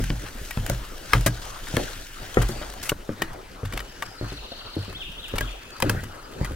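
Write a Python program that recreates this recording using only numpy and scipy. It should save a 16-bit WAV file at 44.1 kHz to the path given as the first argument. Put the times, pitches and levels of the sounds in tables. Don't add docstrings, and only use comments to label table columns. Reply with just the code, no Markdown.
import sys
import numpy as np
from scipy import signal
from scipy.fft import rfft, irfft
from scipy.io import wavfile
from scipy.ndimage import uniform_filter1d

SR = 44100
rng = np.random.default_rng(int(sys.argv[2]) if len(sys.argv) > 2 else 0)


def digitize_waveform(pressure):
    field = np.atleast_2d(pressure).T
    bounded = np.clip(field, -1, 1)
    quanta = np.round(bounded * 32767).astype(np.int16)
    wavfile.write(sys.argv[1], SR, quanta)


N = 289109
BREAK_S = 2.932

# time_s, left_lag_us
FACING = [(0, -49), (1.5, -40), (2.1, -58), (2.9, -41), (2.95, 18), (4, 48), (6.56, 66)]


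def gain_of(db):
    return 10 ** (np.asarray(db) / 20)


def unit_rms(x):
    return x / np.sqrt(np.mean(x ** 2) + 1e-20)


def curve_at(points, hz):
    point_hz, value = np.transpose(points)
    return np.interp(np.log(hz + 1), np.log(point_hz + 1), value)


def facing_lag_us(time_s):
    return np.interp(time_s, *np.transpose(FACING))


def add(mix, start_s, sound):
    part = mix[..., round(start_s * SR):][..., :sound.shape[-1]]
    part += sound[..., :part.shape[-1]]


def ring(modes, t, tune, extra_db=0):
    hz, db, t60 = np.transpose(modes)[:, :, None]
    return (gain_of(db + extra_db - 60 * t / t60) * np.sin(2 * np.pi * hz * tune * t)).sum(0)


def ports(left, right, pan_db, lag_us):
    hz = np.fft.rfftfreq(len(left), 1 / SR)
    delay_s = 1e-4 + np.array([[lag_us], [-lag_us]]) * 1e-6 / 2
    delayed = rfft([left, right]) * np.exp(-2j * np.pi * hz * delay_s)
    return irfft(delayed, len(left)) * gain_of([[pan_db / 2], [-pan_db / 2]])


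def textured_noise(spectrum, level_db, patchy_db, flicker_db):
    # frequency_hz, likeness (0 to 1)
    port_likeness = [(60, 0.95), (300, 0.77), (1000, 0.045), (3000, 0.81), (10000, 0.052)]
    frames, hz = N // 128 + 5, np.fft.rfftfreq(512, 1 / SR)[:, None]
    t = np.arange(frames) * 128 / SR
    left_re, left_im, apart_re, apart_im, patches = rng.standard_normal((frames, 257, 5)).T
    patches = unit_rms(uniform_filter1d(uniform_filter1d(patches, size=6, axis=0), size=16, axis=1))
    flicker = rng.exponential(1, frames) - 1
    alike = np.clip(curve_at(port_likeness, hz), 0, 1)
    lag = np.exp(2j * np.pi * hz * 1e-6 * facing_lag_us(t))
    left = left_re + 1j * left_im
    right = alike * left * lag + np.sqrt(1 - alike ** 2) * (apart_re + 1j * apart_im)
    colour = gain_of(curve_at(spectrum, hz) + patchy_db * patches + flicker_db * flicker)
    _, sound = signal.istft(np.array([left, right]) * colour, nperseg=512, noverlap=384)
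    return gain_of(level_db) * unit_rms(sound[:, :N])


def low_noise(spectrum, level_db):
    colour = gain_of(curve_at(spectrum, np.fft.rfftfreq(N, 1 / SR)))
    mid, side = irfft(rfft(rng.standard_normal((N, 2)).T) * colour, N)
    return gain_of(level_db) * unit_rms(mid + gain_of(-20) * np.array([side, -side]))


def swing_level_db(layer):
    # peak_s, cloth_db, soles_db
    leg_swings = [(0.01, -40, -38.5), (0.25, -45.5, -38.5), (0.37, -74, -66), (0.48, -43, -67),
                  (0.69, -41.5, -37.5), (0.84, -66, -41.5), (1.142, -38, -35.5), (1.449, -43, -38.5),
                  (1.791, -35, -30), (2.25, -44.5, -40), (2.411, -38.5, -33.5), (2.62, -44, -40),
                  (2.87, -46, -38.5), (3.22, -54, -37.5), (3.77, -49, -39.5), (4.04, -48, -42),
                  (4.29, -48, -42), (4.84, -51.5, -39), (5.39, -47, -34.5), (5.881, -45.5, -31.5),
                  (6.43, -48, -37.5)]
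    # cloth_db, soles_db
    resting = [(-53.5, -45.5), (-54.5, -45.5)]
    column, rise_db_per_s, fall_db_per_s = {"cloth": (0, 57, 42), "soles": (1, 157, 78)}[layer]
    t = np.arange(0, N / SR + .01, .004)
    power = gain_of(np.where(t < BREAK_S, resting[0][column], resting[1][column])) ** 2
    for peak_s, *levels_db in leg_swings:
        slope_db = np.where(t < peak_s, rise_db_per_s * (t - peak_s), fall_db_per_s * (peak_s - t))
        same_side_of_break = (t < BREAK_S) == (peak_s < BREAK_S)
        power += gain_of(levels_db[column] + slope_db) ** 2 * same_side_of_break
    return np.interp(np.arange(N) / SR, t, 10 * np.log10(power))


def air():
    # frequency_hz, density_db
    hiss = [(120, -62), (200, 5.5), (683, -12), (867, -4), (1270, -2), (2290, -3.5), (3070, 0), (3560, -17),
            (4950, -5.5), (15100, -45), (16000, -38)]
    return textured_noise(hiss, level_db=-54.5, patchy_db=5.5, flicker_db=0)


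def cloth():
    # frequency_hz, density_db
    rustle = [(880, -39), (1500, 4.5), (2270, -3), (3150, 0), (3880, -3), (6310, -3), (15100, -15.5),
              (16000, -13.5)]
    return textured_noise(rustle, swing_level_db("cloth"), patchy_db=2, flicker_db=2)


def soles():
    # frequency_hz, density_db
    scuff = [(88, 2), (150, -12.5), (251, 0), (322, 2), (419, -2), (518, 0), (1100, -6.5), (1340, -3),
             (2300, -16.5), (3500, -18.5), (4550, -17), (7700, -120)]
    return textured_noise(scuff, swing_level_db("soles"), patchy_db=4, flicker_db=0.5)


def deck():
    # time_s, rumble_db, sway_db
    weight = [(0.0, -25, -51), (0.42, -57, -36.5), (1.26, -50, -41.5), (2.09, -55.5, -40.5),
              (2.46, -53, -40.5), (4.06, -67, -50.5), (5.42, -64, -42), (5.77, -68, -51.5),
              (5.94, -29.5, -43), (6.34, -75, -49.5), (6.55, -51, -44)]
    # frequency_hz, density_db
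    rumble = [(60, -43), (80, 15), (105, 13), (140, -0.5), (200, 3), (300, -36)]
    # frequency_hz, density_db
    sway = [(8, -12), (22, 10), (42, 0), (62, -5.5), (85, -36)]
    time_s, *levels_db = np.transpose(weight)
    rumble_db, sway_db = [np.interp(np.arange(N) / SR, time_s, db) for db in levels_db]
    return low_noise(rumble, rumble_db) + low_noise(sway, sway_db)


def footfalls():
    # start_s, knock_db, thump_db, beam_db, struck_hz (before tuning),
    # tuning_ratio, falloff_db_per_octave (around the struck pitch)
    blows = [(0.004, -18, -49, -11.5, 250, 0.98, -8), (0.102, -15, -21.5, -16, 170, 1.11, -10),
             (0.356, -30.5, -45, -50, 330, 0.68, -19), (0.414, -28, -52, -52, 196, 0.46, -11),
             (0.573, -14.5, -21, -15, 165, 0.96, -8), (0.7, -13, -20, -16, 420, 1.14, -3),
             (1.134, -9.5, -21, -7.5, 900, 1.07, -8), (1.152, -14.5, -14, -37, 186, 1.13, -4),
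             (1.263, -9, -16, -19, 320, 1.12, -10), (1.74, -16, -23, -42, 198, 1.03, -9),
             (1.771, -7.5, -30, -27, 355, 0.95, -19), (2.3713, -1, -13, -6.5, 794, 1.075, -9),
             (2.493, -17.5, -28, -23, 224, 1.14, -14), (2.615, -23.5, -56, -25.5, 510, 1.27, -19),
             (2.919, -10, -60, -48, 287, 0.95, -3.5), (3.092, -14, -33, -53, 276, 0.93, -7),
             (3.22, -19.5, -40, -52, 337, 0.92, -30), (3.632, -20.5, -20.5, -20.5, 210, 0.93, -3),
             (3.735, -23.5, -32.5, -20, 335, 1.07, -1), (4.212, -17.5, -23.5, -21.5, 283, 1.06, -6),
             (4.321, -23.5, -38, -26, 295, 1.18, -23), (4.519, -26.5, -67, -37, 660, 1.26, -17),
             (4.766, -19, -20, -32, 355, 0.92, -27), (4.881, -26.5, -33.5, -27, 253, 0.9, -7),
             (5.3385, -15.5, -29, -19, 260, 0.95, -3), (5.41, -20, -29, -16.5, 307, 1, 0),
             (5.828, -9.5, -18, -40, 395, 1.07, -21), (5.845, -15.5, -32, -45, 338, 0.99, -12),
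             (5.86, -16.5, -25, -36, 264, 1.03, -31), (5.878, -18, -30, -45, 298, 0.8, -9),
             (5.9, -14, -27, -23, 269, 1.03, -5), (5.948, -23.5, -28, -47, 334, 1.3, -9),
             (6.032, -25.5, -35, -51, 237, 0.977, -7), (6.413, -12, -31, -16.5, 180, 1.03, -20),
             (6.51, -21, -23.5, -25, 443, 0.74, -8)]
    # pitch_hz, level_db, t60_s
    knock_modes = [(140, 4, 0.058), (180, -2, 0.1), (221, -2, 0.15), (264, -3, 0.16), (301, 2.5, 0.042),
                   (355, -1.5, 0.078), (476, 13, 0.024), (603, 4, 0.049), (690, -21, 0.033),
                   (940, -18, 0.017), (1200, 12.5, 0.011), (1670, 10.5, 0.016)]
    # pitch_hz, level_db, t60_s
    thump_modes = [(104.6, 5.5, 0.22), (134.9, 5.5, 0.12), (153.7, 1, 0.13)]
    # pitch_hz, level_db, t60_s
    beam_modes = [(33.9, 1.8, 0.2), (42.1, 4.5, 0.29), (52.9, 3.1, 0.15)]
    contact_s, thump_rise_s, beam_rise_s = 0.0147, 0.022, 0.04
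    out, t = np.zeros((2, N)), np.arange(SR // 2) / SR
    contact_t = t[:4000]
    for start_s, knock_db, thump_db, beam_db, struck_hz, tune, falloff_db in blows:
        roughness = 0.045 * rng.standard_normal(len(contact_t)) * np.exp(-contact_t / contact_s)
        contact = roughness - (contact_t == 0)
        contact = uniform_filter1d(np.roll(contact, 5), size=10)
        detune = 1 + 0.052 * rng.standard_normal((len(knock_modes), 1))
        octaves_away = abs(np.log2(np.array(knock_modes)[:, :1] / struck_hz))
        plank = ring(knock_modes, t, tune * detune, falloff_db * octaves_away)
        knock = signal.oaconvolve(plank, contact)[:len(t)]
        knock = gain_of(knock_db) * knock / abs(knock).max()
        knock = ports(knock, knock, pan_db=0.76, lag_us=4 * facing_lag_us(start_s))
        thump = -ring(thump_modes, t, tune) * (1 - np.exp(-t / thump_rise_s))
        beam = ring(beam_modes, t, tune) * (1 - np.exp(-(t / beam_rise_s) ** 2))
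        low = gain_of(thump_db) * thump + gain_of(beam_db) * beam
        width = gain_of(-23) * np.outer([1, -1], signal.hilbert(low).imag)
        gate = np.clip((BREAK_S - start_s - t) / .004, 0, 1) if start_s < BREAK_S else 1
        add(out, start_s, gate * (knock + low + width))
    return out


def stray_grit(per_s=5, length_ms=6, ring_ms=10):
    draws = rng.random((int(per_s * N / SR), 4))
    soles_db = swing_level_db("soles")
    return [(when * N / SR, soles_db[int(when * N)], length_ms, 12 * bright - 6,
             1300 + 2500 * pitch, ring_ms) for when, _, bright, pitch in draws]


def clacks():
    # start_s, level_db, length_ms, treble_db, struck_hz (rings 4 % flat), ring_t60_ms
    hits = [(0.039, -30, 3.5, 9, 2590, 10), (0.103, -22, 1.1, -26, 1570, 9.1),
            (0.25, -33.5, 41, -7, 2170, 4.1), (0.507, -26.5, 6.2, 1.5, 1990, 37),
            (0.573, -28.5, 2.2, -10, 1424, 40), (0.663, -24.5, 2.3, 6, 1970, 19),
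            (0.697, -19.5, 3.6, 8.5, 1550, 8.2), (1.124, -30, 6.4, -8, 1140, 25),
            (1.1332, -5.5, 2.46, -6, 1330, 10.6), (1.209, -30.5, 3, 10, 2400, 10),
            (1.26, -14, 16.4, 7.5, 1705, 30), (1.668, -31.5, 16, -2, 1890, 10),
            (1.767, -16.5, 2.8, -1.5, 1780, 19), (2.412, -26, 24, -1, 1670, 32),
            (2.419, -26.5, 10, 9, 3250, 12), (2.48, -33, 37, 12, 1960, 11), (2.615, -33, 28, -12, 1670, 12),
            (2.737, -36.5, 4.3, 5, 1860, 12), (2.825, -28, 30, 8, 2270, 6.4),
            (2.847, -29.5, 58, 5, 2140, 7.6), (2.891, -13.5, 9.3, 3, 3020, 12),
            (3.2187, -16, 5, -2, 1970, 14), (3.649, -33.5, 13.6, -0.5, 2360, 7.8),
            (3.724, -30, 4.8, 4, 1960, 12), (3.734, -31, 6.7, 5, 2440, 10),
            (3.773, -22.5, 6.1, -5.5, 1760, 28), (3.792, -28.5, 3.6, -5, 2510, 4.5),
            (3.802, -30, 3.9, 2, 1990, 15), (4.021, -19.5, 12, -4.5, 1200, 16),
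            (4.927, -35.5, 6.4, -2, 1750, 12), (5.279, -38.5, 16, 7, 1710, 18),
            (5.355, -32, 13, 4, 1820, 11), (5.382, -19, 5.6, 1, 2360, 26), (5.407, -22, 4.8, 0.5, 1705, 55),
            (5.8011, -25, 3.4, 0.5, 1350, 140), (5.822, -14.5, 5.7, 2.5, 2560, 6.3),
            (5.895, -16.5, 4.8, 3, 1747, 10), (6.035, -33.5, 7.5, 3, 2090, 11),
            (6.444, -27, 16, 0.5, 2080, 17)]
    # pitch_hz, level_db, t60_s
    gear_modes = [(950, -6, .016), (1200, -1, .014), (1570, 0, .012), (1900, 1, .011), (2340, 2, .009),
                  (2960, 4, .009), (3600, 3, .007), (4650, 4, .006)]
    out, t = np.zeros((2, N)), np.arange(4096) / SR
    tick_highpass = signal.butter(2, 3000, "high", fs=SR)
    tick_lowpass = signal.butter(1, 13000, fs=SR)
    body_highpass = signal.butter(2, 800, "high", fs=SR)
    for start_s, level_db, length_ms, treble_db, struck_hz, ring_ms in hits + stray_grit():
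        noise = rng.standard_normal((4, len(t)))
        centre, sides, grain = noise[0], noise[1:3], unit_rms(uniform_filter1d(noise[3], size=40))
        progress = t * 1000 / length_ms
        rise = np.minimum(progress / 0.22, 1)
        crunch = rise * gain_of(-9 * progress ** 2 + 3.5 * grain)
        modes = np.array(gear_modes)
        struck = abs(np.log(modes[:, 0] / struck_hz)).argmin()
        modes[:, 0] *= struck_hz / modes[struck, 0]
        stretch = ring_ms / 1000 / modes[struck, 2]
        modes[struck, 2] *= stretch
        modes[struck, 1] -= 8 * np.log10(stretch)
        octaves_away = abs(np.log2(modes[:, :1] / struck_hz))
        gear = ring(modes, t, tune=0.96, extra_db=-9 * octaves_away)
        drive = (centre + .45 * sides) * (crunch + rise * gain_of(-15 - 550 * t))
        body = signal.oaconvolve(drive, gear[None], axes=1)[:, :len(t)]
        body = signal.lfilter(*body_highpass, body) / abs(body).max()
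        ticks = (centre + 4.5 * sides) * (crunch + rise * gain_of(-13.5 - 440 * t))
        ticks = signal.lfilter(*tick_lowpass, signal.lfilter(*tick_highpass, ticks))
        clack = body + gain_of(treble_db - 4) * ticks / abs(ticks).max()
        peak_rms = np.sqrt(uniform_filter1d(clack[0] ** 2, size=44).max())
        placed = ports(*clack, pan_db=0.81, lag_us=0.53 * facing_lag_us(start_s))
        add(out, start_s, gain_of(level_db) / peak_rms * placed)
    return out


def whistle(length_s, start_hz, end_hz, level_db):
    hz = np.linspace(start_hz, end_hz, round(length_s * SR))
    return gain_of(level_db) * np.sin(2 * np.pi * np.cumsum(hz) / SR) * np.sqrt(np.hanning(len(hz)))


def finch():
    # start_s, length_s, start_hz, end_hz, relative_db
    notes = [(2.507, 0.025, 4370, 4780, -45.5), (3.702, 0.27, 2980, 2922, -61.5),
             (3.88, 0.051, 5860, 4500, -57), (4.05, 0.023, 5330, 4780, -48.5),
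             (4.175, 0.035, 4720, 3810, -48), (4.264, 0.053, 2455, 2710, -54),
             (4.31, 0.038, 2810, 2470, -61), (4.885, 0.03, 2510, 2670, -50.5),
             (5.637, 0.069, 2490, 2680, -55), (5.712, 0.041, 4300, 5000, -51)]
    # offset_s, length_s, start_hz, end_hz, relative_db
    syllable = [(-.014, 0.011, 4780, 6060, -14), (-.008, 0.019, 4980, 3330, -1),
                (.008, 0.0197, 3550, 2520, -6.5)]
    # start_s, relative_db
    calls = [(4.942, -43.5), (5.172, -43), (5.407, -44.5)]
    # offset_s, length_s, start_hz, end_hz, relative_db
    arch = [(0.0, .042, 2895, 3944, 0.98), (0.061, 0.037, 3400, 2143, 0.045)]
    trill_start_s, trill_step_s, swell_s, wood_t60_s = 4.228, .0732, 0.043, .9
    song = np.zeros(N)
    for start_s, *note in notes:
        add(song, start_s, whistle(*note))
    since_s = trill_step_s * np.arange(9)
    trill = zip(trill_start_s + since_s, -42.5 - 13 * np.exp(-since_s / swell_s))
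    for onsets, glides in (trill, syllable), (calls, arch):
        for start_s, level_db in onsets:
            for offset_s, length_s, *ends_hz, glide_db in glides:
                louder, higher = rng.standard_normal(2)
                ends_hz = np.multiply(ends_hz, 1 + .035 * higher)
                glide = whistle(length_s, *ends_hz, level_db + glide_db + 2 * louder)
                add(song, start_s + offset_s, glide)
    t = np.arange(SR) / SR
    echoes = rng.standard_normal((3, SR)) * gain_of(-60 * t / wood_t60_s) * np.minimum(t / 0.045, 1)
    echoes = echoes[0] * 0.12 + echoes[1:]
    reverb = signal.fftconvolve(song[None], echoes / np.linalg.norm(echoes[0]), axes=1)[:, :N]
    return gain_of(7) * (ports(song, song, pan_db=0.15, lag_us=118) + gain_of(1.5) * reverb)


def scene():
    return air() + footfalls() + clacks() + cloth() + soles() + deck() + finch()


def record(dry):
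    # frequency_hz, relative_db
    balance = [(100, 0), (380, 1), (900, 3), (2400, 2), (8000, 1.7), (15000, 0)]
    tilt_db = 0.7 * curve_at(balance, np.fft.rfftfreq(N, 1 / SR))
    coloured = irfft(rfft(dry) * gain_of([tilt_db, -tilt_db]), N)
    lowpass = signal.firwin(511, cutoff=15900, window=("kaiser", 9), fs=SR)
    return signal.oaconvolve(np.clip(coloured, -1, 1), lowpass[None], "same")


dry = scene()
out = record(dry)
digitize_waveform(out)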